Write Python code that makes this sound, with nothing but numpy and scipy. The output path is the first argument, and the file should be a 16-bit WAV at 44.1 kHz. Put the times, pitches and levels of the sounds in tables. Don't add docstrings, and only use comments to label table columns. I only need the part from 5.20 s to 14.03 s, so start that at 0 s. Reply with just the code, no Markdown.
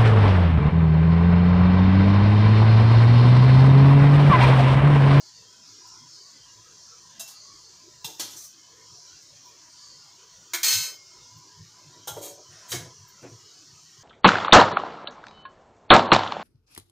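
import sys
import numpy as np
from scipy import signal
from scipy.fft import rfft, irfft, next_fast_len
from scipy.io import wavfile
from scipy.ndimage import uniform_filter1d

SR = 44100
rng = np.random.default_rng(int(sys.argv[2]) if len(sys.argv) > 2 else 0)


def wrap_up_sound(samples):
    columns = np.atleast_2d(samples).T
    tamed = np.clip(columns, -1, 1)
    steps = np.round(tamed * 32767).astype(np.int16)
    wavfile.write(sys.argv[1], SR, steps)


def natural_amplitude(level_db):
    exponent = np.asarray(level_db, float) / 20
    return 10 ** exponent


N = 389403


def level(x, db):
    return x * natural_amplitude(db) / np.sqrt(np.mean(x ** 2))


def colour(x, points):
    hz, db = np.transpose(points)
    n = next_fast_len(len(x))
    f = np.log(np.fft.rfftfreq(n, 1 / SR) + 1)
    outside = np.maximum(np.log(hz[0]) - f, 0) + np.maximum(f - np.log(hz[-1]), 0)
    gain = natural_amplitude(np.interp(f, np.log(hz), db) - 40 * outside)
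    return irfft(rfft(x, n) * gain, n)[:len(x)]


def band(hz, width):
    n = next_fast_len(N)
    f = np.fft.rfftfreq(n, 1 / SR)
    resonance = 1 / (1 + ((f - hz) / (width / 2)) ** 2)
    return level(irfft(rfft(rng.standard_normal(n)) * resonance, n)[:N], 0)


def patchy(x, spread_db, span_s, span_hz, calm_hz=9500):
    hz, _, z = signal.stft(x, SR, nperseg=1024)
    size = (max(int(span_hz * 1024 / SR), 1), max(int(span_s * SR / 512), 1))
    field = rng.standard_normal(z.shape)
    for axis in (0, 1, 0, 1):
        field = uniform_filter1d(field, size[axis], axis=axis)
    depth_db = spread_db / (1 + (hz[:, None] / calm_hz) ** 4)
    y = signal.istft(z * natural_amplitude(depth_db * field / field.std()), nperseg=1024)[1][:N]
    return level(y, 0) * np.sqrt(np.mean(x ** 2))


def bumps(start, hold, rise, fall):
    t = np.arange(N * 1000 // SR + 2) / 1000 - np.asarray(start)[:, None]
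    early = np.minimum(t, 0) / rise
    late = np.maximum(t - np.reshape(hold, (-1, 1)), 0) / np.reshape(fall, (-1, 1))
    return np.exp(-early ** 2 - late ** 2)


def per_sample(curve):
    return np.interp(np.arange(N) / SR * 1000, np.arange(len(curve)), curve)


# blow_t60_s, tail_t60_s, tail_db, lift_db (around each mode), muffle_db_per_s2
CRASH_DECAY = dict(tongs=(.07, .5, -5, 4, 30), rim=(.08, .55, -4, 4, 30), pot=(.12, .55, -3, 3, 30),
               base=(.1, .4, -2, 3, 30), bowl=(.15, .68, 0, 2, 100), lid=(.1, .45, -3, 4, 30),
               dome=(.08, .24, -1, 2, 30), slide=(.12, .45, -2, 4, 30), shut=(.12, .42, -3, 3, 30),
               stove=(.12, .34, -1, 2, 30), shelf=(.05, .1, -3, 1, 5), tick=(.06, .17, -3, 1, 30),
               squeak=(.06, .14, -3, 1, 30), rub=(.08, .18, -3, 1, 30))


def strike(contacts, modes, crash, name, longest_s=0.38, flutter_db=5.0):
    span = 2 ** 15
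    out = np.zeros(N + span)
    t, f = np.arange(span) / SR, np.fft.rfftfreq(span, 1 / SR)
    hz, db, t60 = np.transpose(modes)[:, :, None]
    blow_t60, tail_t60, tail_db, lift_db, muffle = CRASH_DECAY[name]

    thicket = uniform_filter1d(rng.standard_normal(len(f)), 25)
    crowd = np.max(np.exp(-((f - hz) / (0.025 * hz + 30)) ** 2), axis=0)
    thicket = natural_amplitude(4.0 * thicket / thicket.std() + lift_db * crowd)
    treble = 1 / (1 + (9000 / (f + 1)) ** 4)
    start = rng.random((len(modes), 1))

    for s, peak_db, rise, chatter, ring_db in contacts:
        after = np.maximum(t - rise - chatter, 0)
        muffled = natural_amplitude(-muffle * after ** 2)
        attack = np.clip(t / max(rise, 1e-4), 0, 1) ** 2 * muffled

        knots = t[::600]
        flutter = np.array([np.interp(t, knots, rng.standard_normal(len(knots))) for _ in modes])
        decay_db = -60 * after / np.clip(t60, .03, longest_s)
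        turns = hz * (t + int(s * SR) / SR) + start
        lines = natural_amplitude(db + decay_db + flutter_db * flutter) * np.sin(2 * np.pi * turns)
        ring = attack * np.sum(lines, axis=0)

        noise = rfft(colour(rng.standard_normal(span), crash)) * thicket
        wash = np.zeros(span)
        for part, age in ((1 - treble, after), (treble, after / .95)):
            decay = natural_amplitude(-60 * age / blow_t60) + natural_amplitude(tail_db - 60 * age / tail_t60)
            wash += irfft(noise * part, span) * decay
        wash *= attack

        head = slice(0, int((rise + chatter + .02) * SR))
        sound = wash / wash[head].std() + natural_amplitude(ring_db) * ring / ring[head].std()
        first = int(s * SR)
        out[first:first + span] += natural_amplitude(peak_db) * sound / sound[head].std()
    return out[:N]


# start_s, lift_db, fall_s, crest_hz
SWELLS = [(0.04, 2.5, 0.2, 4300), (0.53, 2.5, 0.18, 5100), (0.73, 3, 0.15, 5600), (0.96, 3.5, 0.19, 4560),
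          (1.64, 2.5, 0.24, 5740), (2.2, 3.5, 0.31, 4400), (3.2, 1.5, 0.21, 5800), (3.72, 3, 0.35, 5450),
          (4.63, 3.5, 0.19, 4500), (5.8, 2, 0.6, 5170), (7.3, 2, 0.6, 5800), (8.35, 1.5, 0.089, 4740)]
# pitch_hz, level_db
SIMMER_EDGE = [(3700, -24), (4150, -6), (4350, 0), (7300, 0), (7900, -8)]


def simmer():
    rest_db, rest_hz = -53.5, 5780
    s, lift_db, fall, swell_hz = np.transpose(SWELLS)
    stir = bumps(s, 0, 0.097, fall)
    simmer_db = per_sample(rest_db + np.max(lift_db[:, None] * stir, axis=0))
    crest_hz = per_sample((0.15 * rest_hz + swell_hz @ stir) / (0.15 + stir.sum(axis=0)))

    broad = colour(rng.standard_normal(N), [(3700, 4), (4500, -5.0), (6200, -1), (7300, -6.0),
                                            (8000, -15.5), (9800, -52.0)])
    crest = sum(band(hz, 300) * np.exp(-((crest_hz - hz) / 600) ** 2) for hz in range(4200, 7000, 250))
    swell = natural_amplitude(1.8 * (simmer_db - simmer_db.max()))
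    hiss = colour(level(broad, 2.2) + level(crest, -0.6) * swell, SIMMER_EDGE)
    spray = level(colour(rng.standard_normal(N), [(7600, -3), (8500, 0), (9500, -7), (10300, -22)]), -20)
    return natural_amplitude(simmer_db) * (patchy(hiss, 2.24, .06, 200) + patchy(spray, 6.0, .07, 150, calm_hz=14000))


# start_s, length_s, level_db
WHISTLE = [(0.0, 0.53, -71), (0.632, 0.23, -59.5), (0.96, 0.08, -71), (1.268, 0.13, -66.5),
           (1.59, 0.06, -67), (1.762, 0.18, -66), (2.384, 0.44, -69.5), (3.44, 0.49, -67),
           (4.25, 0.049, -59.5), (4.422, 0.053, -61), (4.56, 0.59, -68.5), (5.317, 0.42, -68),
           (5.93, 0.45, -61.5), (6.546, 0.31, -64), (6.9, 0.39, -63.5), (7.443, 0.28, -59),
           (7.806, 0.4, -64.5), (8.507, 0.12, -68.5), (8.787, 0.1, -71)]


def burner():
    s, hold, tone_db = np.transpose(WHISTLE)
    edge_s, rest_db = 0.021, -90.5
    tone = per_sample(natural_amplitude(rest_db) + natural_amplitude(tone_db) @ bumps(s, hold, edge_s, edge_s))
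    return patchy(band(993.7, 69), 1.9, .06, 100) * tone


# pitch_hz, level_db (per Hz)
KITCHEN = [(25, -22.5), (124, -6), (217, -10), (373, -4), (554, -11), (857, -13), (971, -10), (1120, -8.5),
           (1900, -11.5), (2550, -15), (3100, -8), (3600, -10), (4200, -10)]


def kitchen_air():
    air = level(colour(rng.standard_normal(N), KITCHEN), -59.5)
    return patchy(air, 5.58, 0.074, 100)


# pitch_hz, level_db (per Hz)
SELF_NOISE = [(6000, 8.5), (9000, 1), (10500, -5.5), (12000, -2.5), (15500, -2)]


def self_noise():
    own = level(colour(rng.standard_normal(N), SELF_NOISE), -69)
    return patchy(own, 2.0, .03, 1500, calm_hz=18000)


# start_s, peak_db
TICKS = [
    (0.2129, -59),
    (0.6674, -42),
    (0.93, -50),
    (4.018, -45),
    (8.0147, -44),
    (8.6994, -51),
]
# pitch_hz, level_db (per Hz)
TICK_CRASH = [(2000, -9), (8000, 12), (12000, -1), (15500, 7)]
# pitch_hz, level_db, t60_s
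SHELF_MODES = [(2140, 0, 1.5), (2152, 20, 1.5)]


def small_ticks():
    rise_s, chatter_s, ring_db = 0.003, 0.014, -32
    contacts = [(s, db, rise_s, chatter_s, ring_db) for s, db in TICKS]
    return natural_amplitude(-22.0) * strike(contacts, SHELF_MODES, TICK_CRASH, "tick")


# start_s, peak_db
STEPS = [(0.52, -64), (0.84, -54), (1.38, -57), (2.58, -88), (2.89, -65), (3.04, -58), (3.73, -53),
         (4.14, -58), (5.58, -41.5), (6.17, -47.5), (6.41, -39.5), (6.68, -48.5), (6.78, -53.5),
         (6.92, -41), (6.98, -47), (7.12, -57), (7.31, -49), (7.55, -37), (7.63, -39.5), (7.81, -46.5),
         (8.04, -60), (8.13, -45), (8.24, -57), (8.55, -53), (8.65, -61), (8.82, -53)]
# pitch_hz, width_hz, level_db
FLOOR_MODES = [(105, 20, -2.5), (151.4, 34, -5)]


def steps():
    boom = sum(natural_amplitude(db) * band(hz, width) for hz, width, db in FLOOR_MODES)
    s, peak_db = np.transpose(STEPS)
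    rest_db, rise_s, fall_s = -65.5, 0.035, 0.043
    return level(boom, -7.0) * per_sample(natural_amplitude(rest_db) + natural_amplitude(peak_db) @ bumps(s, 0, rise_s, fall_s))


# start_s, peak_db, rise_s, chatter_s, ring_db (share)
TONG_TAPS = [
    (1.9945, -27, 0.0024, 0.016, -3.5),
    (2.072, -36.5, 0.0058, 0.015, -14),
    (2.102, -42, .003, .01, -14),
]
# pitch_hz, width_hz, level_db
TONG_MODES = [(2710, 13, -9), (3900, 40, -5), (5370, 33, -7), (6210, 39, 2), (6790, 24, -7), (7490, 67, -9),
              (8600, 60, -9), (10700, 30, -20), (11500, 50, -15), (12200, 59, -14), (13500, 47, -17),
              (15100, 40, -22)]
# pitch_hz, level_db (per Hz)
TONG_CRASH = [(500, -12), (737, -3), (1400, -9), (2390, -15), (2690, -25), (2930, -7), (6090, 3),
              (8480, -4), (15500, -19.5)]


def tongs():
    modes = [(hz, db, 2.2 * 3 / max(width, 10)) for hz, width, db in TONG_MODES]
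    return strike(TONG_TAPS, modes, TONG_CRASH, "tongs")


RIM_TAPS = [
    (2.8435, -23, 0.0025, 0.0045, -3),
]
# pitch_hz, level_db, t60_s
RIM_MODES = [(574, -30, 0.5), (895, -12, 0.27), (1604, -20, .16), (2745, -7, 0.15), (3600, -2, 0.16),
             (4000, 0, 0.15), (5500, -1, 0.084), (6330, -3, 0.15), (6702, -10, .18), (8130, -5, .18),
             (13500, -19, .1), (14100, -18, .1)]
RIM_CRASH = [(150, -2), (320, -30), (550, -24), (900, -4.5), (1500, -18), (2300, -15), (3100, -7),
             (3800, -2), (4700, -2.5), (6400, -0.5), (9000, -10), (15500, -21)]


def rim_tap():
    return strike(RIM_TAPS, RIM_MODES, RIM_CRASH, "rim")


LOW_KNOCKS = [
    (2.862, -44.5, 0.0085, 0.036, -16),
    (5.445, -45, 0.0061, 0.049, 0),
    (5.62, -52, .02, .1, -12),
    (6.962, -28, 0.007, 0.004, -2),
    (7.005, -38, .004, .008, -4),
    (7.025, -37, 0.008, 0.011, -9),
    (7.058, -38, 0.0045, 0.0092, -4),
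    (7.09, -40.5, 0.012, 0.012, 0.1),
    (7.17, -45.5, 0.012, 0.018, -10),
]
DOME_MODES = [(370, 3, 0.054), (469, 2, 0.026), (569, 6, 0.17), (730, -5, 0.18), (926, 0, .1)]
DOME_CRASH = [(150, -41), (300, 4), (420, 12), (550, 12), (1100, -9), (1600, -10), (2500, -17)]


def low_knock():
    return strike(LOW_KNOCKS, DOME_MODES, DOME_CRASH, "dome")


RIM_SCRAPES = [
    (2.965, -44, .028, .002, -14),
    (2.995, -20.5, 0.002, 0.012, -9),
    (3.08, -40, .03, .04, -14),
]
POT_MODES = [(315, -20, 0.42), (980, -12, 0.4), (1906, -14, .15), (3160, -10, 0.33), (3440, -4, .2),
             (4010, -2, 0.2), (4310, -4, .15), (5510, -5, .2), (5744, -6, 0.34), (6105, -3, 0.25),
             (6800, 0, 0.2), (8790, -7, .2), (9540, -8, .15), (11500, -16, .15)]
POT_CRASH = [(150, -20), (285, -2), (708, -8), (1020, -5), (2180, -10), (3350, 0), (6860, 1.5),
             (15500, -21.5)]


def rim_scrape():
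    return strike(RIM_SCRAPES, POT_MODES, POT_CRASH, "pot")


RIM_RATTLE = [
    (3.15, -34, .02, .02, -6),
    (3.2, -39, 0.01, 0.02, -10),
    (3.232, -38, .008, .015, -6),
]
RATTLE_MODES = [(1200, -20, .2), (4010, -10, .15), (5744, -4, .3), (6105, 0, .25), (7600, -8, .2),
                (8790, -8, .2)]
RATTLE_CRASH = [(500, -14), (1000, -14), (2300, -18), (4200, -7), (6100, 2), (8500, -4), (15500, -18)]


def rim_rattle():
    return strike(RIM_RATTLE, RATTLE_MODES, RATTLE_CRASH, "pot")


SQUEAK = [
    (4.24, -66, .015, .04, -40),
    (6.155, -68, .02, .01, -40),
    (7.875, -57, 0.0072, 0.016, -40),
]
SQUEAK_CRASH = [(12000, -14), (14000, -4), (15500, -4)]


def squeak():
    return natural_amplitude(-4) * strike(SQUEAK, SHELF_MODES, SQUEAK_CRASH, "squeak")


BOWL_SET = [
    (5.3335, -16.5, 0.0022, 0.012, -4),
]
BASE_MODES = [(345, -14, .12), (668, -16, .13), (977, -7, .13), (1485, -9, .24), (1723, -4, .23),
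              (2137, -8, .33), (2277, -4, .21), (3203, -5, .11), (3548, -9, .2), (3967, -3, .08),
              (6320, -6, .07), (6751, 0, .1), (8349, -3, .1), (14500, -10, .14)]
BASE_CRASH = [(250, -37), (341, -31), (1180, -10), (1700, -9), (2200, -4), (2850, -11), (6100, -6),
              (15500, -25)]


def bowl_set_down():
    return strike(BOWL_SET, BASE_MODES, BASE_CRASH, "base")


BOWL_CLANG = [
    (5.4305, -13, 0.0012, 0.008, -11),
    (5.441, -14, 0.003, 0.012, -5),
    (5.462, -18, .002, .01, -5),
    (5.481, -15, 0.001, 0.01, -2),
    (5.505, -19, .002, .01, -6),
    (5.526, -16, 0.0025, 0.016, -8),
    (5.575, -28, 0.002, 0.015, -10),
    (5.605, -27, .002, .015, -10),
    (5.632, -27, .002, .015, -10),
]
BOWL_HZ = [1523, 2137, 2622, 3098, 3413, 3747, 3971, 4324, 5062, 5100, 5308, 5412, 6136, 6165, 6213, 6281,
           6568, 6752, 7224, 7700, 8035, 8581, 9006, 9895, 10304, 11495, 13108, 14443, 14729]
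# level_db, t60_s
BOWL_MODES = [(-16, 0.5), (-15, 0.4), (-13, 0.6), (-12, .6), (-20, 0.5), (-21, 0.57), (-8, 0.65), (3, .45),
              (-11, .8), (-11, .8), (-14, .6), (-12, .6), (-8, .4), (-8, .4), (-7, 0.5), (-4, 0.55),
              (-9, 0.6), (-9, 0.6), (-14, .4), (-10, .2), (-13, .6), (-16, .5), (-20, .4), (-21, .4),
              (-20, .4), (-18, 0.25), (-24, .3), (-25, .25), (-27, .25)]
BOWL_CRASH = [(250, -31), (550, -26), (800, -17), (1500, -10.5), (2300, -8), (4200, -6), (6300, -1),
              (8300, -6.5), (10000, -15.5), (13000, -16.5), (14500, -16.5), (15500, -20)]


def bowl_clang():
    modes = np.column_stack([BOWL_HZ, BOWL_MODES])
    return strike(BOWL_CLANG, modes, BOWL_CRASH, "bowl", longest_s=0.8, flutter_db=4.0)


SHELF_RING = [
    (5.68, -66, 0.08, .01, 24),
]


def shelf_ring():
    return strike(SHELF_RING, SHELF_MODES, DOME_CRASH, "shelf", longest_s=1.26, flutter_db=6.0)


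LID_TOUCH = [
    (6.8715, -26, 0.003, 0.006, -9),
    (6.879, -27, .002, .005, -6),
]
LID_MODES = [(830, 1, 0.2), (1389, -3, 0.2), (3187, -6, 0.2), (3327, -6, .16), (3950, -8, .2),
             (5410, -4, .07), (6438, -2, 0.5), (7224, -5, 0.15), (7763, -11, 0.33), (8586, -7, 0.2),
             (9500, -7, 0.16), (11700, -12, 0.11), (12550, -14.5, 0.25), (14070, -10, 0.1)]
LID_CRASH = [(250, -32), (341, -10.5), (809, -1), (1180, -15), (1410, -19), (2620, -23.5), (3220, -9.5),
             (4470, -21), (6310, -12.5), (15500, -30)]


def lid_touch():
    return strike(LID_TOUCH, LID_MODES, LID_CRASH, "lid")


LID_SLIDES = [
    (6.955, -44, .01, .03, -12),
    (7.005, -37, 0.013, 0.02, -12),
    (7.022, -32, .008, .035, -10),
    (7.075, -40, .005, .02, -12),
    (7.47, -32.5, 0.037, 0.0045, -14),
]
SLIDE_CRASH = [(1500, -16), (2800, -14), (4000, -5), (5300, -11), (6500, 1.5), (8100, -5.5), (15500, -20)]


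def lid_slide():
    return strike(LID_SLIDES, LID_MODES[2:], SLIDE_CRASH, "slide")


RUB = [
    (7.27, -58, 0.059, 0.21, -40),
]
RUB_CRASH = [(620, 3.5), (900, -9), (1500, 3), (3000, -10.5), (9000, -10.5), (12000, -29)]


def rub():
    return strike(RUB, SHELF_MODES, RUB_CRASH, "rub")


LID_SHUT = [
    (7.5165, -20, 0.002, 0.012, -8),
    (7.543, -28, .002, .006, -8),
]
SHUT_MODES = [(1190, -12, .3), (2210, -1, .2), (3135, -3, .3), (3810, -4, .1), (3962, -4, .36),
              (4619, -5, .08), (5650, -4, .15), (6250, 0, .2), (6700, -3, .19), (7755, -7, .3),
              (8339, -9, .35), (9240, -11, .15), (11300, -19, .15), (14100, -21, .12)]
SHUT_CRASH = [(470, 2), (800, 2), (1500, 0), (2180, 2), (2500, -3), (3210, 2), (4370, 1), (6040, 7.5),
              (15500, -19)]


def lid_shut():
    return strike(LID_SHUT, SHUT_MODES, SHUT_CRASH, "shut")


POT_THUDS = [
    (7.532, -29, 0.0064, 0.0093, -1.5),
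    (7.6, -45, 0.018, 0.05, -20),
    (8.012, -36.5, 0.022, 0.027, -3.5),
    (8.115, -52, 0.012, 0.016, -13),
]
STOVE_MODES = [(124.2, 7.5, .4), (271, 2, 0.086), (381.4, 7, 0.046), (543, -2, 0.12), (720, -5.5, .2)]
STOVE_CRASH = [(60, -37), (130, -14), (400, -0.5), (700, -8), (1300, -15), (2500, -20)]


def pot_thud():
    return strike(POT_THUDS, STOVE_MODES, STOVE_CRASH, "stove")


def room(x):
    t = np.arange(SR) / SR
    t60_s, dull_hz, echo_db = .45, 5330, -13
    tail = rng.standard_normal(SR) * natural_amplitude(-60 * t / t60_s) * np.clip(t / 0.0015, 0, 1)
    tail = signal.lfilter(*signal.butter(1, dull_hz, fs=SR), tail)
    tail /= np.sqrt(np.sum(tail ** 2))
    return x + natural_amplitude(echo_db) * signal.fftconvolve(x, tail)[:N]


def gate(x, bed):
    gate_db, memory_s, memory_db, duck_db = -89, .16, -15, -1.5
    z = signal.stft(x, nperseg=1024)[2]
    quiet = signal.stft(bed, nperseg=1024)[2]
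    power = uniform_filter1d(uniform_filter1d(np.abs(z) ** 2, size=5, axis=0), size=2, axis=1)
    keep = np.exp(-512 / (SR * memory_s))
    wide = uniform_filter1d(power, size=41, axis=0)
    memory = natural_amplitude(2 * memory_db) * signal.lfilter([0, 1 - keep], [1, -keep], wide)
    estimate = natural_amplitude(2 * gate_db) + memory
    loud = z * power ** 2 / (power ** 2 + estimate ** 2)
    ducked = quiet * natural_amplitude(duck_db * memory / estimate)
    return signal.istft(loud + ducked, nperseg=1024)[1][:N]


# pitch_hz, level_db
PORT = [(20, 3.5), (8000, 0), (10000, 2), (12000, 7), (14500, 10.5), (16000, 14), (22000, 3)]


def scene():
    background = simmer() + burner() + kitchen_air() + self_noise()
    clatter = (tongs() + rim_tap() + low_knock() + rim_scrape() + rim_rattle() + bowl_set_down()
               + bowl_clang() + lid_touch() + lid_slide() + lid_shut() + pot_thud())
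    no_bass = signal.butter(3, 90, "high", fs=SR, output="sos")
    pots = signal.sosfilt(no_bass, colour(room(clatter), PORT))
    faint = small_ticks() + squeak() + rub()
    mono = gate(natural_amplitude(-11.0) * pots, background) + shelf_ring() + faint + steps()
    return np.array([mono, mono])


def band_limit(x):
    return signal.sosfilt(signal.butter(12, 16820, fs=SR, output="sos"), x)


def record(dry):
    top_hz, leak_db = 15560, -35
    n = next_fast_len(N)
    f = np.fft.rfftfreq(n, 1 / SR)
    mix = irfft(rfft(dry, n) * np.where(f < top_hz, 1, natural_amplitude(leak_db)), n)[:, :N]
    return band_limit(mix)


dry = scene()
out = record(dry)
wrap_up_sound(out)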